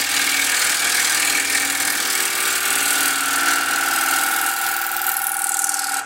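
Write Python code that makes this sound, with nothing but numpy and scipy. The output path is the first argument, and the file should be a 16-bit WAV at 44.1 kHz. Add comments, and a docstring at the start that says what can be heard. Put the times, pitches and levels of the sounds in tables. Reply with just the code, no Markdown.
"""Wooden bowl on the lathe

A gouge cuts a bowl spinning about twenty times a second: rasp and slicing are noise that partly repeats every turn.
Twice a turn end grain tears with a hiss, a noise burst with a tail that thins into a falling zip near the rim.
Ripples come round every turn and sound as wavering tones: a thrum, then the chatter of the thinning bowl wall.
Motor hum and a filtered whirr lie below, a short room tail follows the cut, and at last the edge leaves the wood."""
import sys
import numpy as np
from scipy import signal
from scipy.fft import rfft, irfft, next_fast_len
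from scipy.io import wavfile
from scipy.ndimage import uniform_filter1d

SR = 44100
rng = np.random.default_rng(int(sys.argv[2]) if len(sys.argv) > 2 else 0)


def wav_record(signal):
    """Record a signal, one row per channel, as 16-bit PCM in the file named by sys.argv[1]."""
    frames = np.transpose(np.atleast_2d(signal))
    bounded = np.clip(frames, -1, 1)
    # unit amplitude maps onto the largest positive 16-bit level
    quanta = np.round(bounded * 32767).astype(np.int16)
    wavfile.write(sys.argv[1], SR, quanta)


N = 266805
TIME = np.arange(N) / SR  # s

SPIN_HZ = 19.91
TOP_HZ = 15900  # upper limit of the whole sound

# where in the turn the edge meets end grain: (time [s], first angle [turns], second angle [turns])
END_GRAIN = [(0, .24, .83), (2, .29, .87), (3, .335, .88), (4.2, .345, .878), (4.9, .37, .892),
             (5.25, .378, .903), (5.55, .362, .897), (5.75, .342, .872), (6.05, .32, .862)]
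# how hard the end grain tears, before hand pressure:
# (time [s], level [dB], first pass over the smooth slicing [dB], second pass over it [dB])
TEAR = [(0, -25, 0, 0), (1.3, -22.5, -9, 3.5), (1.8, -27, 6, 6.5), (2.5, -25, 1, 7.5), (2.95, -22.5, 5, 7),
        (3.6, -27.5, 5.5, 8), (4.05, -26, 5, 10.5), (4.7, -30, 4, 9.5), (4.95, -28.5, 6, 14.5),
        (5.2, -25, 13, 18.5), (5.42, -21, 22, 22), (5.6, -19.5, 19, 13), (5.8, -24, 15.5, 8),
        (6.0, -29.5, 11, 15)]
# the thinning shaving's zip: (time [s], pitch [Hz], share of the tearing's power [0-1])
ZIP = [(3.4, 15500, 0.07), (4.55, 14400, 0.04), (4.85, 13400, 0.46), (5.07, 11800, 0.7),
       (5.25, 10300, 0.93), (5.43, 8700, 1), (5.62, 6600, 0.33), (5.8, 4750, 0.29), (6.05, 3880, 0.03)]
# ripples that drive the low wall mode: (ripples [per turn], heavy cut [dB], light cut [dB])
LOW_RIPPLES = [(36, -8, -14), (37, -4, -14), (38, -10, -9), (39, -3, -1), (40, 0, 0), (41, -12, -12),
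               (42, -9, -6), (45, -11, -15), (48, -12, -16)]
# ripples that drive the high wall mode: (ripples [per turn], heavy cut [dB], light cut [dB])
HIGH_RIPPLES = [(66, -15, -12), (67, -5, -7), (68, -3, -3), (69, -6, -12), (70, -13, -12), (71, -7, -10),
                (72, -11, -11), (73, 0, 0), (74, -9, -15), (75, -4, -16), (77, -7, -11), (79, -11, -13),
                (82, -13, -16)]
# resonances of bowl, gouge and rest under the rasp:
# (centre [Hz], width [Hz], peak near the foot [dB], peak near the rim [dB])
RINGS = [(785, 250, 8, 13.5), (1605, 230, 6.5, 5.5), (1832, 78, 8, 5), (2190, 37, 12.5, 10),
         (2284, 45, 11, 2.5), (2390, 74, 3.5, 1), (2802, 173, 6.5, 10), (3250, 110, 9.5, 10)]
# colour of the edge rasping through wood: (frequency [Hz], density [dB per Hz])
RASP = [(150, -41), (600, -22.5), (1050, -8.5), (1250, -3.5), (1600, 1.5), (2000, -1), (2500, -0.5),
        (3100, -9.5), (4000, -7.5), (7000, -52)]
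# colour of the shaving sliding up the flute: (frequency [Hz], density [dB per Hz])
SLICE = [(1500, -64), (2800, -4), (3500, -0.5), (4400, -2), (5300, 0), (6300, -2.5), (7500, 0),
         (11000, -26), (16000, -40)]
# colour of torn end grain: (frequency [Hz], density [dB per Hz])
HISS = [(2000, -30), (4500, -25), (6400, -7.5), (7300, -2), (8300, 3), (9700, -1), (11200, -1.5),
        (12300, -5), (14000, -7.5), (16000, -26)]
# colour of the rumble under the cut: (frequency [Hz], density [dB per Hz])
RUMBLE = [(20, -37), (62, -46), (80, -12), (140, -11.5), (190, -4.5), (260, 0), (420, -0.5), (600, -2.5),
          (780, 6), (1050, -4), (1200, 4), (1700, -0.5), (3500, -51)]
# colour of belt and bearings: (frequency [Hz], density [dB per Hz])
IDLE = [(30, -32), (60, -28), (100, -16), (300, -0.5), (480, -2.5), (800, 6.5), (1500, 8.5), (3000, -12.5),
        (8000, 5), (16000, -34)]
# room tail: (frequency [Hz], time to fall by 60 dB [s])
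WORKSHOP = [(200, 0.25), (1500, 0.52), (6000, .18), (15000, 0.049)]
# sets of ripples that bounce the gouge on its rest: (start [s], end [s], ripples [per turn], level [dB])
THRUM = [(-.1, 0.505, 14, -43.5), (1.22, 1.498, 14, -42.5), (1.22, 1.65, 20, -50), (1.503, 1.98, 14, -39),
         (1.895, 3.2, 17, -46.5), (1.9, 2.8, 57, -45), (1.9, 2.8, 60, -41), (2.75, 4.35, 33, -46.5),
         (2.118, 3.12, 20, -43), (2.683, 4.32, 14, -40), (3.348, 4.3, 17, -43.5), (3.65, 4.3, 20, -47),
         (4.3, 5.1, 17, -47), (4.8, 5.25, 20, -54), (5.1, 6.2, 17, -55), (5.1, 6.2, 57, -51),
         (5.5, 6.2, 14, -52)]
# resonances of the gouge's flute: (centre [Hz], width [Hz], peak [dB])
FLUTE = [(4250, 260, 4.5), (4710, 250, 5), (5220, 82, -4), (6070, 86, 4.5)]
# narrow resonances of tool rest and lathe bed: (centre [Hz], width [Hz], peak [dB])
BED = [(293, 45, 7.5), (489, 56, 6), (1135, 14, 2), (1194, 16, 8.5), (1254, 18, 6)]
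# brightness of the rasp: (time [s], tilt of upper against lower part [dB])
BITE = [(0, 4.5), (.35, 3.5), (.65, -.3), (1.4, 2), (1.9, -4), (2.2, -1), (2.4, 3.5), (3, 2.5), (3.4, -1.5),
        (5, -0.5), (5.7, -3.5)]
# depth of cut, shallower towards the rim: (time [s], depth [dB])
DEPTH = [(0, 0.5), (.55, -.5), (1.1, 0.06), (1.7, -2.5), (2.15, -2.2), (2.4, -3.5), (3.0, -2), (3.6, -4),
         (4.15, -4.5), (4.9, -9.5), (5.35, -13.5), (5.75, -13.5), (5.98, -12.5)]
# the hand pushes (+) or eases (-) the gouge for a moment: (centre [s], length [s], push [dB])
NUDGES = [(0.073, 0.073, -4), (0.153, 0.092, 0.5), (.52, .08, -0.2), (0.653, 0.16, 1.3), (0.785, .08, -2),
          (1.462, 0.072, -2.6), (1.56, 0.07, 1.7), (1.78, 0.043, -1.5), (1.81, 0.019, 3), (1.88, 0.018, 3),
          (2.21, 0.088, 1.4), (2.3, 0.11, -1.5), (2.472, 0.049, 1.5), (2.608, 0.055, -2.5),
          (3.06, 0.062, 1), (3.216, 0.24, -2), (3.492, 0.069, 2.5), (3.66, 0.068, -2.5), (4.13, 0.062, 1.4),
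          (4.478, .04, 1.3), (4.56, .08, -2.2), (4.664, .08, 1.5), (4.893, .05, -2), (5.086, 0.037, 4.5),
          (5.957, 0.11, 3)]
# growth of the low wall mode as the wall thins:
# (start [s], full [s], level before [dB], level when full [dB], answer to depth [dB per dB])
LOW_CHATTER = (2.5, 4, -42.5, -29.5, 0.14)
# growth of the high wall mode, same columns:
# (start [s], full [s], level before [dB], level when full [dB], answer to depth [dB per dB])
HIGH_CHATTER = (1.98, 3.5, -45, -19.5, 0.78)
# brightness of the tearing above 11.5 kHz: (time [s], level [dB])
TREBLE = [(0, 0), (1.4, -5.5), (1.9, 1.5), (3.6, 0), (4.4, 8), (5.1, 2), (5.5, -8), (5.9, -2.5)]

# the edge leaves the wood: the cut dies at once, the wall rings down
LEAVE_S, CUT_FADE_DB_PER_S, WALL_FADE_DB_PER_S = 5.998, 750, 170
# the edge passes from the stiff foot to the thin wall near the rim
FOOT_UNTIL_S, RIM_FROM_S = 2, 2.72
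# depths between which a heavy cut turns into a light one
HEAVY_DB, LIGHT_DB = -4, -8.5
# base levels, before depth, hand and load move them
RASP_DB, SLICE_DB, RUMBLE_DB, HUM_DB = -22.5, -24, -34, -54.5
THRUM_FADE_S = 0.22


def amp(db):
    """Decibels to gain."""
    return 10 ** (np.asarray(db) / 20)


def unit(x):
    """Scaled to rms 1."""
    return x / np.sqrt(np.mean(x ** 2) + 1e-20)


def along(points, hz):
    """(Hz, value) points read on a log axis."""
    f, v = np.transpose(points)
    return np.interp(np.log(hz + 1), np.log(f + 1), v)


def curves(rows):
    """One value per sample for each column after the time."""
    s, *cols = np.transpose(rows)
    return [np.interp(TIME, s, c) for c in cols]


def ramp(start_s, end_s):
    """From 0 to 1 between two moments."""
    return np.clip((TIME - start_s) / (end_s - start_s), 0, 1)


def wobble(rate):
    """A smooth random curve, rate knots a second."""
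    knots = 1.15 * rng.standard_normal(int(N * rate / SR) + 4)
    i = (TIME * rate).astype(int)
    u = TIME * rate - i
    ease = u * u * (3 - 2 * u)
    return knots[i] + (knots[i + 1] - knots[i]) * ease


def filtered(x, response):
    """x times a response of frequency."""
    m = next_fast_len(N + SR // 4)
    hz = np.fft.rfftfreq(m, 1 / SR)
    return irfft(rfft(x, m) * response(hz), m)[:N]


def coloured(x, spectrum, rings=()):
    """x through a spectrum with resonant peaks on top, at rms 1."""
    def response(hz):
        peaks_db = sum(db / (1 + (2 * (hz - centre) / width) ** 2) for centre, width, db in rings)
        return amp(along(spectrum, hz) + peaks_db)
    return unit(filtered(x, response))


def surface(memory):
    """Roughness under the edge: each turn keeps a share of what the last turn left behind."""
    keep, period = np.clip(memory, 0, .995), round(SR / SPIN_HZ)
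    fresh = rng.standard_normal((N // period + 2, period))
    renewal = np.sqrt(1 - keep ** 2)  # holds the loudness steady
    turns = signal.lfilter([renewal], [1, -keep], fresh[1:], axis=0, zi=keep * fresh[:1])[0]
    return turns.ravel()[:N]


def passing(angle, rise, fall):
    """A swell each time the given angle of the bowl passes the edge; rise and fall in turns."""
    away = (SPIN_HZ * TIME - angle + .5) % 1 - .5
    return np.exp(-np.minimum(away / rise, 0) ** 2 - np.maximum(away / fall, 0))


def per_turn(power):
    """A power pattern as a gain, levelled by its average power over a turn."""
    return np.sqrt(power / uniform_filter1d(power, round(SR / SPIN_HZ)))


def patchy(x, depth_db):
    """x with short random resonances: the curling shaving keeps changing its shape."""
    z = signal.stft(x, SR, nperseg=512)[2]
    field = uniform_filter1d(rng.standard_normal(z.shape), size=4, axis=0)
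    field = uniform_filter1d(field, size=10, axis=1)
    return unit(signal.istft(z * amp(depth_db * unit(field)), SR, nperseg=512)[1][:N])


def line(lobes, wander, phase=None):
    """A whole number of ripples per turn sounds as a tone whose phase wanders as they are recut."""
    phase = 2 * np.pi * rng.random() if phase is None else phase
    turning = 2 * np.pi * round(lobes) * SPIN_HZ * TIME
    return np.sqrt(2) * np.sin(turning + phase + wander * wobble(2.85))


def pressure(follow, fade_db_per_s):
    """Drive in dB: a share of the depth of cut, the hand's nudges, and the fade once the edge is out."""
    nudges = sum(db * np.exp(-(2 * (TIME - s) / length) ** 2) for s, length, db in NUDGES)
    fade = fade_db_per_s * np.maximum(TIME - LEAVE_S, 0)
    return follow * curves(DEPTH)[0] + nudges - fade


def lightness():
    """0 in a heavy cut, 1 in a light one."""
    return np.clip((curves(DEPTH)[0] - HEAVY_DB) / (LIGHT_DB - HEAVY_DB), 0, 1)


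def spindle_load(leverage_db=3):
    """Load in dB: it grows with the depth of cut and with the radius at which the edge works."""
    return pressure(follow=1.21, fade_db_per_s=0) + leverage_db * ramp(0, FOOT_UNTIL_S)


def lathe():
    """The motor's wavering hum grows with the load, over the spindle's throb; belt and bearings whirr."""
    motor = np.sqrt(2) * np.sin(2 * np.pi * 100 * TIME + .3 * wobble(8))
    spindle = line(4, wander=.6) + line(6, wander=.6)
    hum_db = HUM_DB + .6 * spindle_load() + 2.0 * wobble(15)
    hum = amp(hum_db) * (motor + amp(-15.5) * spindle)
    whirr = amp(-39) * coloured(surface(memory=0.62), IDLE)
    return hum + whirr


def uphill(depth, lag, rise, fall):
    """Just after each end grain the edge works against the fibres, and the cut swells."""
    swells = sum(passing(angle + lag * late, rise, fall)
                 for angle, late in zip(curves(END_GRAIN), (1, .35)))
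    return per_turn(1 + abs(depth) * swells * amp(4.7 * wobble(40)))


def slicing():
    """The edge rasps through the wood and rings bowl and gouge; the shaving slides up the flute."""
    foot_rings = [(hz, width, db) for hz, width, db, _ in RINGS]
    rim_rings = [(hz, width, db) for hz, width, _, db in RINGS]
    at_foot = coloured(surface(memory=0.41), RASP, foot_rings)
    at_foot = patchy(at_foot, depth_db=2) * uphill(depth=3.0, lag=0.24, rise=0.092, fall=0.12)
    at_rim = coloured(surface(memory=0.65), RASP, rim_rings)
    rim = ramp(FOOT_UNTIL_S, RIM_FROM_S)
    rasp = np.sqrt(1 - rim) * at_foot + np.sqrt(rim) * at_rim
    # tilt the rasp around 2100 Hz
    upper = filtered(rasp, lambda hz: 1 / (1 + (2100 / (hz + 1)) ** 12))
    bite_db = curves(BITE)[0]
    rasp = amp(-bite_db / 2) * (rasp - upper) + amp(bite_db / 2) * upper
    slide = coloured(surface(memory=0.39) * amp(1.5 * wobble(700)), SLICE, FLUTE)
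    slide = patchy(slide, depth_db=2.0) * uphill(depth=19, lag=0.1, rise=0.069, fall=0.18)
    rasp_db = RASP_DB + pressure(follow=1, fade_db_per_s=WALL_FADE_DB_PER_S)
    slice_db = SLICE_DB + pressure(follow=1.15, fade_db_per_s=CUT_FADE_DB_PER_S)
    return amp(rasp_db) * rasp + amp(slice_db) * slide


def fibres(rough_db):
    """Noise of countless snapping fibres, which come in small clumps."""
    return rng.standard_normal(N) * amp(rough_db * wobble(780))


def tearing():
    """End grain tears twice a turn in a short burst, trailed by the hiss of the shaving."""
    level_db, *passes_db = curves(TEAR)
    pitch_hz, share = curves(ZIP)
    share = np.clip(share, 0, 1)
    light = lightness()
    power = 0.11  # between the passes
    lengths = (.04 - .012 * light, .034 - .016 * light)  # turns: a light cut tears more briefly
    for angle, burst_db, length in zip(curves(END_GRAIN), passes_db, lengths):
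        angle = angle + .005 * wobble(20)
        burst = amp(burst_db + 1.6 * wobble(17)) ** 2
        power = power + burst * passing(angle, rise=.75 * length, fall=length)
        power = power + (1 + .035 * burst) * passing(angle + .11, rise=.08, fall=.12)
    hiss = coloured(fibres(rough_db=-1.5), HISS)
    zip_noise = zipping(pitch_hz, width=0.23, above_db=4, slope_db=-10.5)
    noise = patchy(np.sqrt(1 - share) * hiss + np.sqrt(share) * zip_noise, depth_db=1.87)
    # the treble flickers
    treble = filtered(noise, lambda hz: 1 / (1 + (11500 / (hz + 1)) ** 8))
    noise = noise + (amp(curves(TREBLE)[0] + 0.48 * wobble(90)) - 1) * treble
    tear_db = level_db + pressure(follow=0, fade_db_per_s=CUT_FADE_DB_PER_S) + 0.51 * wobble(22)
    return amp(tear_db) * per_turn(power) * noise


def thrum():
    """Ripples build up under the bouncing gouge, sound as wavering tones and are cut away again."""
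    counts = sorted({round(row[2]) for row in THRUM})
    tones = {lobes: line(lobes, wander=.35) * amp(0.95 * wobble(9)) for lobes in counts}
    half = THRUM_FADE_S / 2
    total = 0
    for start, end, lobes, db in THRUM:
        presence = ramp(start - half, start + half) - ramp(end - half, end + half)
        total = total + amp(db) * presence * tones[round(lobes)]
    return total * amp(pressure(follow=0, fade_db_per_s=WALL_FADE_DB_PER_S))


def rumble():
    """Deep roughness that largely repeats with the turn, rings rest and bed and follows the load."""
    level_db = RUMBLE_DB + spindle_load() + 0.86 * wobble(14)
    return amp(level_db) * coloured(surface(memory=0.78), RUMBLE, BED)


def workshop(x):
    """A short room tail that lasts longest in the middle range and dies fastest in the treble."""
    hz, t, z = signal.stft(rng.standard_normal(SR // 3), SR, nperseg=256)
    decay_db = -60 * t / along(WORKSHOP, hz)[:, None]
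    tail = signal.istft(z * amp(decay_db), SR, nperseg=256)[1]
    tail = np.pad(tail, (round(.004 * SR), 0))  # 4 ms before the room answers
    return signal.fftconvolve(x, tail / np.linalg.norm(tail))[:N]


def ripple(table, mode_hz, width_hz, knock_angle, scatter, wander_db):
    """A wall mode near rms 1, knocked at one angle of each turn; its ripples vary more in a heavy cut."""
    light = lightness()
    unrest = 1 - 0.49 * light
    tone, power = 0, 0
    for lobes, heavy_db, light_db in table:
        gain = amp(heavy_db + (light_db - heavy_db) * light + wander_db * unrest * wobble(4))
        # the mode lags behind the knock, the more so above its resonance
        detuning = 2 * (round(lobes) * SPIN_HZ - mode_hz) / width_hz
        lag = 2 * np.pi * round(lobes) * knock_angle + np.arctan(detuning)
        phase = scatter * (1 + unrest) * rng.normal() - lag
        tone = tone + gain * line(lobes, wander=0.25 * unrest, phase=phase)
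        power = power + gain ** 2
    return tone / np.sqrt(power)


def chatter(start_s, full_s, before_db, full_db, follow):
    """Swing of a wall mode: it grows steadily as the wall thins and answers the pressure of the cut."""
    swing = amp(before_db) + (amp(full_db) - amp(before_db)) * ramp(start_s, full_s)
    return swing * amp(pressure(follow, WALL_FADE_DB_PER_S))


def bowl_wall():
    """Ripples shake the bowl wall in two modes, and the uneven contact with the bevel adds a buzz."""
    high = ripple(HIGH_RIPPLES, mode_hz=1457, width_hz=41, knock_angle=.1, scatter=1.094, wander_db=1.4)
    low = ripple(LOW_RIPPLES, mode_hz=789, width_hz=15, knock_angle=.72, scatter=0.34, wander_db=2)
    wall = chatter(*HIGH_CHATTER) * high + chatter(*LOW_CHATTER) * low
    # the bevel presses unevenly on the swinging wall, which adds sum tones
    buzz = 2.06 * filtered(wall ** 2, lambda hz: hz > 1900)
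    return wall + buzz


def zipping(pitch_hz, width, above_db, slope_db):
    """Noise in a gliding resonance, dark below it, with a skirt above that falls by slope_db an octave."""
    hz, s, z = signal.stft(fibres(rough_db=-1.6), SR, nperseg=256)
    octaves = np.log2((hz[:, None] + 1) / np.interp(s, TIME, pitch_hz))
    resonance = 1 / (1 + (octaves / width) ** 2)
    skirt = amp(above_db + slope_db * np.abs(octaves)) * (1 + np.tanh(octaves / width)) / 2
    gain = (resonance + skirt) * (hz[:, None] < TOP_HZ)
    steady = gain / np.linalg.norm(gain, axis=0)  # same power at every pitch
    return unit(signal.istft(z * steady, SR, nperseg=256)[1][:N])


def scene():
    """The cut close by, with its room answer, over bowl and machine."""
    machine = lathe()
    cut = slicing() + tearing()
    bowl = thrum() + rumble() + bowl_wall()
    return (machine + cut + amp(-14) * workshop(cut) + bowl)[None]


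def record(dry):
    """Rounds off the highest peaks, thins the deep bass and stops the treble at the band limit."""
    rounded = dry[0] / (1 + np.abs(dry[0] / .56) ** 6) ** (1 / 6)
    thinned = filtered(rounded, lambda hz: hz / np.hypot(hz, 45))
    return filtered(thinned, lambda hz: 1 / np.sqrt(1 + (hz / TOP_HZ) ** 200))[None]


dry = scene()
out = record(dry)
wav_record(out)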